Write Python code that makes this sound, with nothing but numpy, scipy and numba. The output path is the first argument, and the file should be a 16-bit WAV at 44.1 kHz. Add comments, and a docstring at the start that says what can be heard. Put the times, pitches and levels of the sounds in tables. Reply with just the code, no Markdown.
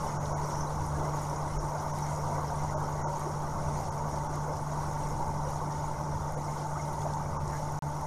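"""Under water at the bottom of an indoor pool, heard through a waterproof case.
A circulation pump hums and its motor whines over the turbulent rumble and rush of the return flow.
A distant swimmer stirs up gurgles and slow surges. Bubbles ring as damped oscillators, and the
tiniest fizz and tick against the resonant case. The treble of the fizz dips briefly here and there,
and the sound cuts out for an instant near the end."""
import sys
import numpy as np
from scipy import signal
from scipy.fft import rfft, irfft
from scipy.io import wavfile
from numba import njit

SR = 44100
rng = np.random.default_rng(int(sys.argv[2]) if len(sys.argv) > 2 else 0)


def transcribe(u):
    """Save the signal u as a 16-bit wav file named by the first command-line argument.

    u: samples, shape (n,) or (channels, n), limited to [-1, 1]; the rate is SR.
    q: integer samples, one column per channel.
    """
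    v = np.clip(np.atleast_2d(u).T, -1, 1)
    q = np.round(v * 32767).astype(np.int16)
    wavfile.write(sys.argv[1], SR, q)


N = 355446
T = np.arange(N) / SR


def undb(db):
    """Amplitude ratio of a level in decibels."""
    return 10 ** (np.asarray(db) / 20)


def unit(x):
    """Normalisation to an rms of 1."""
    return x / np.sqrt(np.mean(x ** 2))


def walk(rate):
    """Band-limited random fluctuation of spread 1, changing about rate times a second."""
    steps = rng.standard_normal(int(2 * rate * N / SR) + 4)
    smooth = signal.resample(steps, 8 * len(steps))
    return np.interp(T, np.arange(len(smooth)) / (16 * rate), smooth)


def bumps(rows):
    """Gaussian changes of level in dB, one around each row's moment."""
    return sum(db * np.exp(-((T - s) / half_length) ** 2) for s, db, half_length in rows)


def colour(x, points, size=8192):
    """Minimum-phase filtering by a (Hz, dB) spectrum that falls 20 dB an octave past its last point."""
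    hz, db = np.transpose(points)
    grid = np.maximum(np.arange(size // 2 + 1) * SR / size, 1)
    octaves_beyond = np.maximum(np.log2(grid / hz[-1]), 0)
    gain_db = np.interp(np.log(grid), np.log(hz), db) - 20 * octaves_beyond
    cepstrum = irfft(np.log(undb(gain_db)))
    cepstrum[1:size // 2] *= 2  # folding the cepstrum makes the response causal
    cepstrum[size // 2 + 1:] = 0
    response = irfft(np.exp(rfft(cepstrum)))
    return signal.fftconvolve(x, response)[:N]


def split(x, edges_hz):
    """Fourier decomposition into adjoining bands."""
    band = np.searchsorted(edges_hz, np.arange(N // 2 + 1) * SR / N)
    spectrum = rfft(x)
    return [irfft(spectrum * (band == k), N) for k in range(len(edges_hz) + 1)]


def tone(hz, waver):
    """Amplitude modulation: a machine tone wavers, as its echo from the rippling surface makes it do."""
    return unit((1 + waver * walk(2.5)) * np.sin(2 * np.pi * (hz * T + rng.random())))


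# The whine and its sidebands. Each row: offset in multiples of the shaft rate, relative level in dB.
WHINE_PARTIALS = [(-2, -62), (-1, -50.6), (0, -48.2), (1, -53)]

def whine(centre_hz=890.5, shaft_hz=24.65):
    """Modulation sidebands make the motor's whine half throb, half wobble once each turn of the shaft."""
    out = np.zeros(N)
    for k, db in WHINE_PARTIALS:
        phase = 2 * np.pi * (centre_hz + k * shaft_hz) * T + k ** 2 * np.pi / 4
        out += undb(db) * unit((1 + .1 * walk(3)) * np.sin(phase))
    return out


# Course of the impeller's hum. Each row: time in seconds, level in dB.
HUM_LEVELS = [(0, -37.5), (.8, -37), (1.08, -36), (1.3, -37), (2.8, -36), (3.45, -39.5), (4.9, -37.5),
              (6.3, -38.5), (7.1, -38), (8.06, -37.5)]
# Tones of motor and mains. Each row: frequency in Hz, relative level in dB.
MOTOR_TONES = [(74, -55), (100, -57), (145, -57), (290, -61.5), (300.1, -61), (590.1, -57.5), (682.3, -59),
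               (766, -60), (790.4, -56), (882.5, -55.5)]
# Thin whistle of the motor drive. Each row: frequency in Hz, level in dB.
DRIVE_TONES = [(3452, -84), (9816, -81), (9846, -78)]

def pump(blade_hz=147.9):
    """Periodic forcing: the pipes carry a hum at the blade rate, with the tones of motor and drive."""
    hum = tone(blade_hz, waver=.074) * undb(np.interp(T, *np.transpose(HUM_LEVELS)))
    motor = sum(undb(db) * tone(hz, waver=.1) for hz, db in MOTOR_TONES)
    whistle = sum(undb(db) * tone(hz, waver=1) for hz, db in DRIVE_TONES)
    motor_gain_db = -1.6 + .5 * T
    return hum + (motor + whine()) * undb(motor_gain_db) + whistle


# Spectrum of the basin's rumble. Each row: frequency in Hz, relative spectral density in dB.
RUMBLE_SPECTRUM = [(8, 7), (20, 2.5), (35, -11), (50, -2.5), (62, -0.5), (76, 3), (95, 2.5), (115, -6.5),
                   (138, 2), (165, -4), (215, -5.5), (260, -13.5), (400, -31)]

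def rumble():
    """Turbulence fills the basin with low, random pressure fluctuations."""
    turbulence = unit(colour(rng.standard_normal(N), RUMBLE_SPECTRUM))
    return turbulence * undb(-39 + .97 * walk(1.4))


@njit
def ring(starts, hz, sizes, decay_s):
    """Superposition of damped oscillations, one for each bubble."""
    out = np.zeros(N)
    for k in range(len(starts)):
        phasor = sizes[k] / np.sqrt(decay_s[k]) + 0j
        pole = np.exp((2j * np.pi * hz[k] - 1 / decay_s[k]) / SR)
        for i in range(starts[k], min(N, starts[k] + int(6 * decay_s[k] * SR))):
            out[i] += phasor.imag
            phasor *= pole
    return out


def bubbles(low_hz, high_hz, cycles, spread_db, count):
    """Shot noise: bubbles, many faint and a few strong, ring at random and fall to 1/e in cycles periods."""
    when, pitch, strength, sign = rng.random((count, 4)).T
    hz = low_hz + (high_hz - low_hz) * pitch
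    level_db = spread_db * np.minimum(-np.log(1 - strength), 5)
    sizes = undb(level_db) * np.sign(sign - .5)
    return unit(ring((when * N).astype(np.int64), hz, sizes, cycles / hz))


# Spectrum of the bubbly rush. Each row: frequency in Hz, relative spectral density in dB.
RUSH_SPECTRUM = [(150, -27), (260, -6.5), (320, -3), (500, -4), (595, 0.5), (700, -2), (850, 1), (960, 5),
                 (1025, -3), (1075, 0.5), (1320, -9), (1490, -8.5), (1700, -24.5), (2500, -55)]
# The swimmer's strokes. Each row: time of the peak in seconds, rise of the rush in dB.
SWIM_STROKES = [(-.14, 5), (.36, 0), (1.07, 2.2), (1.82, 0), (2.34, 1.5), (2.84, 2), (3.58, 1), (4.35, 1.6),
                (4.8, 1.5), (5.2, 0), (7.3, 0.5)]

def rush(stroke_half_length_s=.099):
    """Incoherent addition: countless ringing bubbles merge into a rush that swells with the strokes."""
    churn = rng.standard_normal(N) + .4 * bubbles(250, 2400, cycles=9, spread_db=1.6, count=7000)
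    slosh, wash = split(unit(colour(churn, RUSH_SPECTRUM)), edges_hz=[755])
    slosh *= undb(-.12 * (T - T.mean()))  # the low part dies down sooner
    calming_db = -37 - .29 * T  # the swimmer moves away
    strokes_db = bumps([(*row, stroke_half_length_s) for row in SWIM_STROKES])
    return (slosh + wash) * undb(calming_db + strokes_db + .17 * walk(7.1))


# Resonances of the case. Each row: frequency in Hz, relative gain in dB.
CASE_SPECTRUM = [(1300, -23), (1750, -7), (2080, -2.5), (2500, -15), (3200, -14.5), (4600, -13),
                 (5100, -8.5), (5750, 0), (6200, -4.5), (6700, -1), (7300, -11.5), (8000, -12.5),
                 (9700, -10.5), (11500, -20.5), (13000, -18.5)]
# Boundaries between classes of bubble size. Each entry: frequency in Hz.
SIZE_EDGES_HZ = [2600, 5000, 6200, 7300, 11000]
# Flurries of fine bubbles. Each row: time in seconds, change of level in dB, half length in seconds.
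FIZZ_FLURRIES = [(.06, 3, .078), (.51, 2.5, .087), (1.2, 2, 0.11), (1.82, 1.5, 0.045), (2.05, 3, .14),
                 (2.5, 1, 0.25), (2.9, -1, .06), (3.23, 1.5, 0.089), (3.78, 3, 0.091), (4.16, 1.5, .069),
                 (4.57, 0.5, 0.034), (4.97, 2.5, 0.21), (5.52, 3, 0.048), (5.79, 2, .087), (6.53, 2, 0.11),
                 (6.92, 1.5, 0.31), (7.57, 3, 0.11), (7.92, 1, 0.19)]

def fizz(flicker_db=1.15):
    """Forced resonance: flurries of fine bubbles ring the case, each size flickering on its own."""
    fine = bubbles(1500, 14000, cycles=11, spread_db=2.6, count=22000)
    finest = bubbles(7000, 14000, cycles=14, spread_db=2.8, count=6000)
    coarse = bubbles(1500, 7000, cycles=40, spread_db=2.1, count=2000)
    crackle = rng.standard_normal(N) + .62 * fine + .42 * finest + .31 * coarse
    bands = split(colour(crackle, CASE_SPECTRUM), SIZE_EDGES_HZ)
    flickering = sum(band * undb(flicker_db * walk(14)) for band in bands)
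    level_db = -50.5 - .34 * T + bumps(FIZZ_FLURRIES)
    return unit(flickering) * undb(level_db)


# Brief dips of the fizz. Each row: time in seconds, change of level in dB, half length in seconds.
FIZZ_DIPS = [(.189, -14, 0.015), (.348, -21, .015), (1.587, -26, .008), (1.924, -10, 0.0083),
             (2.757, -24, 0.013), (3.05, -34, 0.019), (3.907, -23, 0.0077), (4.284, -12, 0.0073),
             (6.362, -15, 0.0085), (7.385, -18, 0.011)]

def treble_dips(x, case_ring_hz=(5200, 7000)):
    """Selective attenuation: the treble dips for an instant, except in the band where the case rings."""
    bandpass = signal.butter(4, case_ring_hz, "bandpass", fs=SR, output="sos")
    ringing = signal.sosfiltfilt(bandpass, x)
    return ringing + (x - ringing) * undb(bumps(FIZZ_DIPS))


def wave_packets(rows, rise, count):
    """Clouds of count random tones under Gaussian envelopes; pitch climbs by the share rise a half length."""
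    out = np.zeros(N)
    for s, hz, db, half_length, spread in rows:
        span = np.abs(T - s) < 2 * half_length
        offset = T[span] - s
        pitches = hz * (1 + spread * np.clip(rng.standard_normal((count, 1)), -2, 2))
        glide = offset + rise * offset ** 2 / (2 * half_length)
        cloud = np.sin(2 * np.pi * (pitches * glide + rng.random((count, 1)))).sum(axis=0)
        swell = np.exp(-(offset / half_length) ** 2)
        out[span] += undb(db) * unit(cloud * swell) * np.sqrt(np.mean(swell ** 2))
    return out


# Small bubbles bursting close by. Each row: time in seconds, centre frequency in Hz, level in dB.
BURSTS = [(.258, 5030, -45), (.867, 8500, -47), (1.195, 7500, -47), (1.217, 9000, -49), (1.298, 9200, -48),
          (1.988, 8450, -44), (3.197, 8350, -46), (4.358, 8200, -46), (4.569, 6140, -47),
          (5.088, 8900, -49), (5.506, 9000, -52), (6.323, 10100, -49), (6.931, 9500, -49),
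          (7.02, 6000, -46.5), (7.137, 6400, -45.5), (7.479, 6950, -46), (7.723, 10000, -49),
          (8.013, 9500, -50)]

def ticks(half_length_s=.002, spread=.22):
    """A short pulse has a broad spectrum: each bursting bubble gives a bright tick."""
    return wave_packets([(*row, half_length_s, spread) for row in BURSTS], rise=0, count=48)


# Lone bubbles. Each row: start in seconds, frequency in Hz, level in dB before the envelope,
# decay time in seconds.
LONE_BUBBLES = [(.328, 700, -33, .014), (.35, 2180, -52, 0.014), (.606, 6080, -30.5, .005),
                (.67, 3930, -47, .006), (.95, 1630, -43, .011), (1.045, 2020, -49, .016),
                (1.229, 6740, -30.5, 0.0027), (1.497, 2060, -50, .01), (1.589, 5500, -35, 0.0046),
                (1.921, 6000, -42, .007), (2.355, 1930, -52, .016), (2.683, 1930, -49, 0.015),
                (2.742, 613, -32.5, .022), (2.801, 1620, -46, .012), (3.02, 1920, -53, .02),
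                (3.05, 592, -32.5, 0.012), (3.582, 2060, -50, .012), (4.205, 1950, -46, .01),
                (5.729, 1870, -50, .012), (6.366, 503, -31.5, .014), (6.795, 2110, -38, 0.0067),
                (7.051, 640, -31, 0.016), (7.564, 1690, -47, .009)]

def blips(attack_s=.0029, rise_per_decay=.013):
    """Damped free oscillation: a bubble pinches off, rings and dies away, rising a little in pitch."""
    out = np.zeros(N)
    for s, hz, db, decay in LONE_BUBBLES:
        span = (T > s) & (T < s + 8 * decay)
        age = T[span] - s
        envelope = (1 - np.exp(-age / attack_s)) * np.exp(-age / decay)
        phase = 2 * np.pi * hz * age * (1 + rise_per_decay * age / (2 * decay))
        out[span] += np.sqrt(2) * undb(db) * envelope * np.sin(phase)
    return out


# Bubble clusters. Each row: time of the peak in seconds, centre frequency in Hz, level in dB,
# half length in seconds, spread as a share of the frequency.
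CLUSTERS = [(.333, 686, -37.5, 0.03, 0.2), (.5, 1290, -49, .13, 0.11), (.57, 5750, -50, 0.096, .05),
            (1.03, 519, -42.5, 0.095, 0.27), (1.75, 600, -42, 0.036, 0.16), (1.82, 925, -41, 0.061, 0.053),
            (2.05, 1250, -56, 0.12, .12), (2.35, 602, -43, 0.22, 0.25), (2.69, 1940, -54, .019, .06),
            (2.755, 702, -44, .027, 0.19), (3.0, 1950, -55, .038, 0.053), (3.062, 836, -34, .012, 0.22),
            (3.275, 365, -39, 0.022, 0.11), (3.85, 579, -44, 0.3, 0.27), (4.5, 588, -36.5, 0.034, 0.129),
            (5.22, 896, -36, .035, 0.056), (5.47, 520, -40.5, .033, 0.082),
            (6.768, 1276, -41.5, .017, 0.095), (7.062, 684, -36, .018, 0.13), (7.09, 1437, -52, .05, 0.13),
            (7.54, 1590, -48, .035, 0.19)]

def gurgles():
    """Beating among bubble resonances: a narrow spread of pitches gurgles, a broad one sloshes."""
    return wave_packets(CLUSTERS, rise=.0185, count=48)


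# Heaves of stirred water. Each row: time of the peak in seconds, centre frequency in Hz, level in dB,
# half length in seconds.
HEAVES = [(0.882, 61, -37, .13), (1.6, 42, -34, .07), (5.102, 30.2, -40, 0.16), (5.482, 30, -41, .13),
          (6.22, 72, -44, .15), (7.02, 80, -41, .13), (7.4, 78, -41, .12), (7.684, 80, -44.5, 0.12)]

def surges(spread=.283):
    """Slow displacement of water makes low-frequency pressure swells."""
    return wave_packets([(*row, spread) for row in HEAVES], rise=0, count=16)


def scene():
    """Linear superposition: the pressures of pump, water and bubbles add at one point."""
    background = pump() + rumble() + rush()
    stirring = gurgles() + surges() + blips()
    return (background + stirring + treble_dips(fizz()) + ticks())[None]


def record(dry, gap_start_s=7.79, gap_end_s=7.8227, top_hz=13850):
    """Gating and band limiting: the sound cuts out for an instant, and the highest treble is removed."""
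    gate = (T < gap_start_s) | (T > gap_end_s)
    lowpass = signal.ellip(10, .2, 70, top_hz, fs=SR, output="sos")
    return signal.sosfilt(lowpass, dry * gate)


dry = scene()
out = record(dry)
transcribe(out)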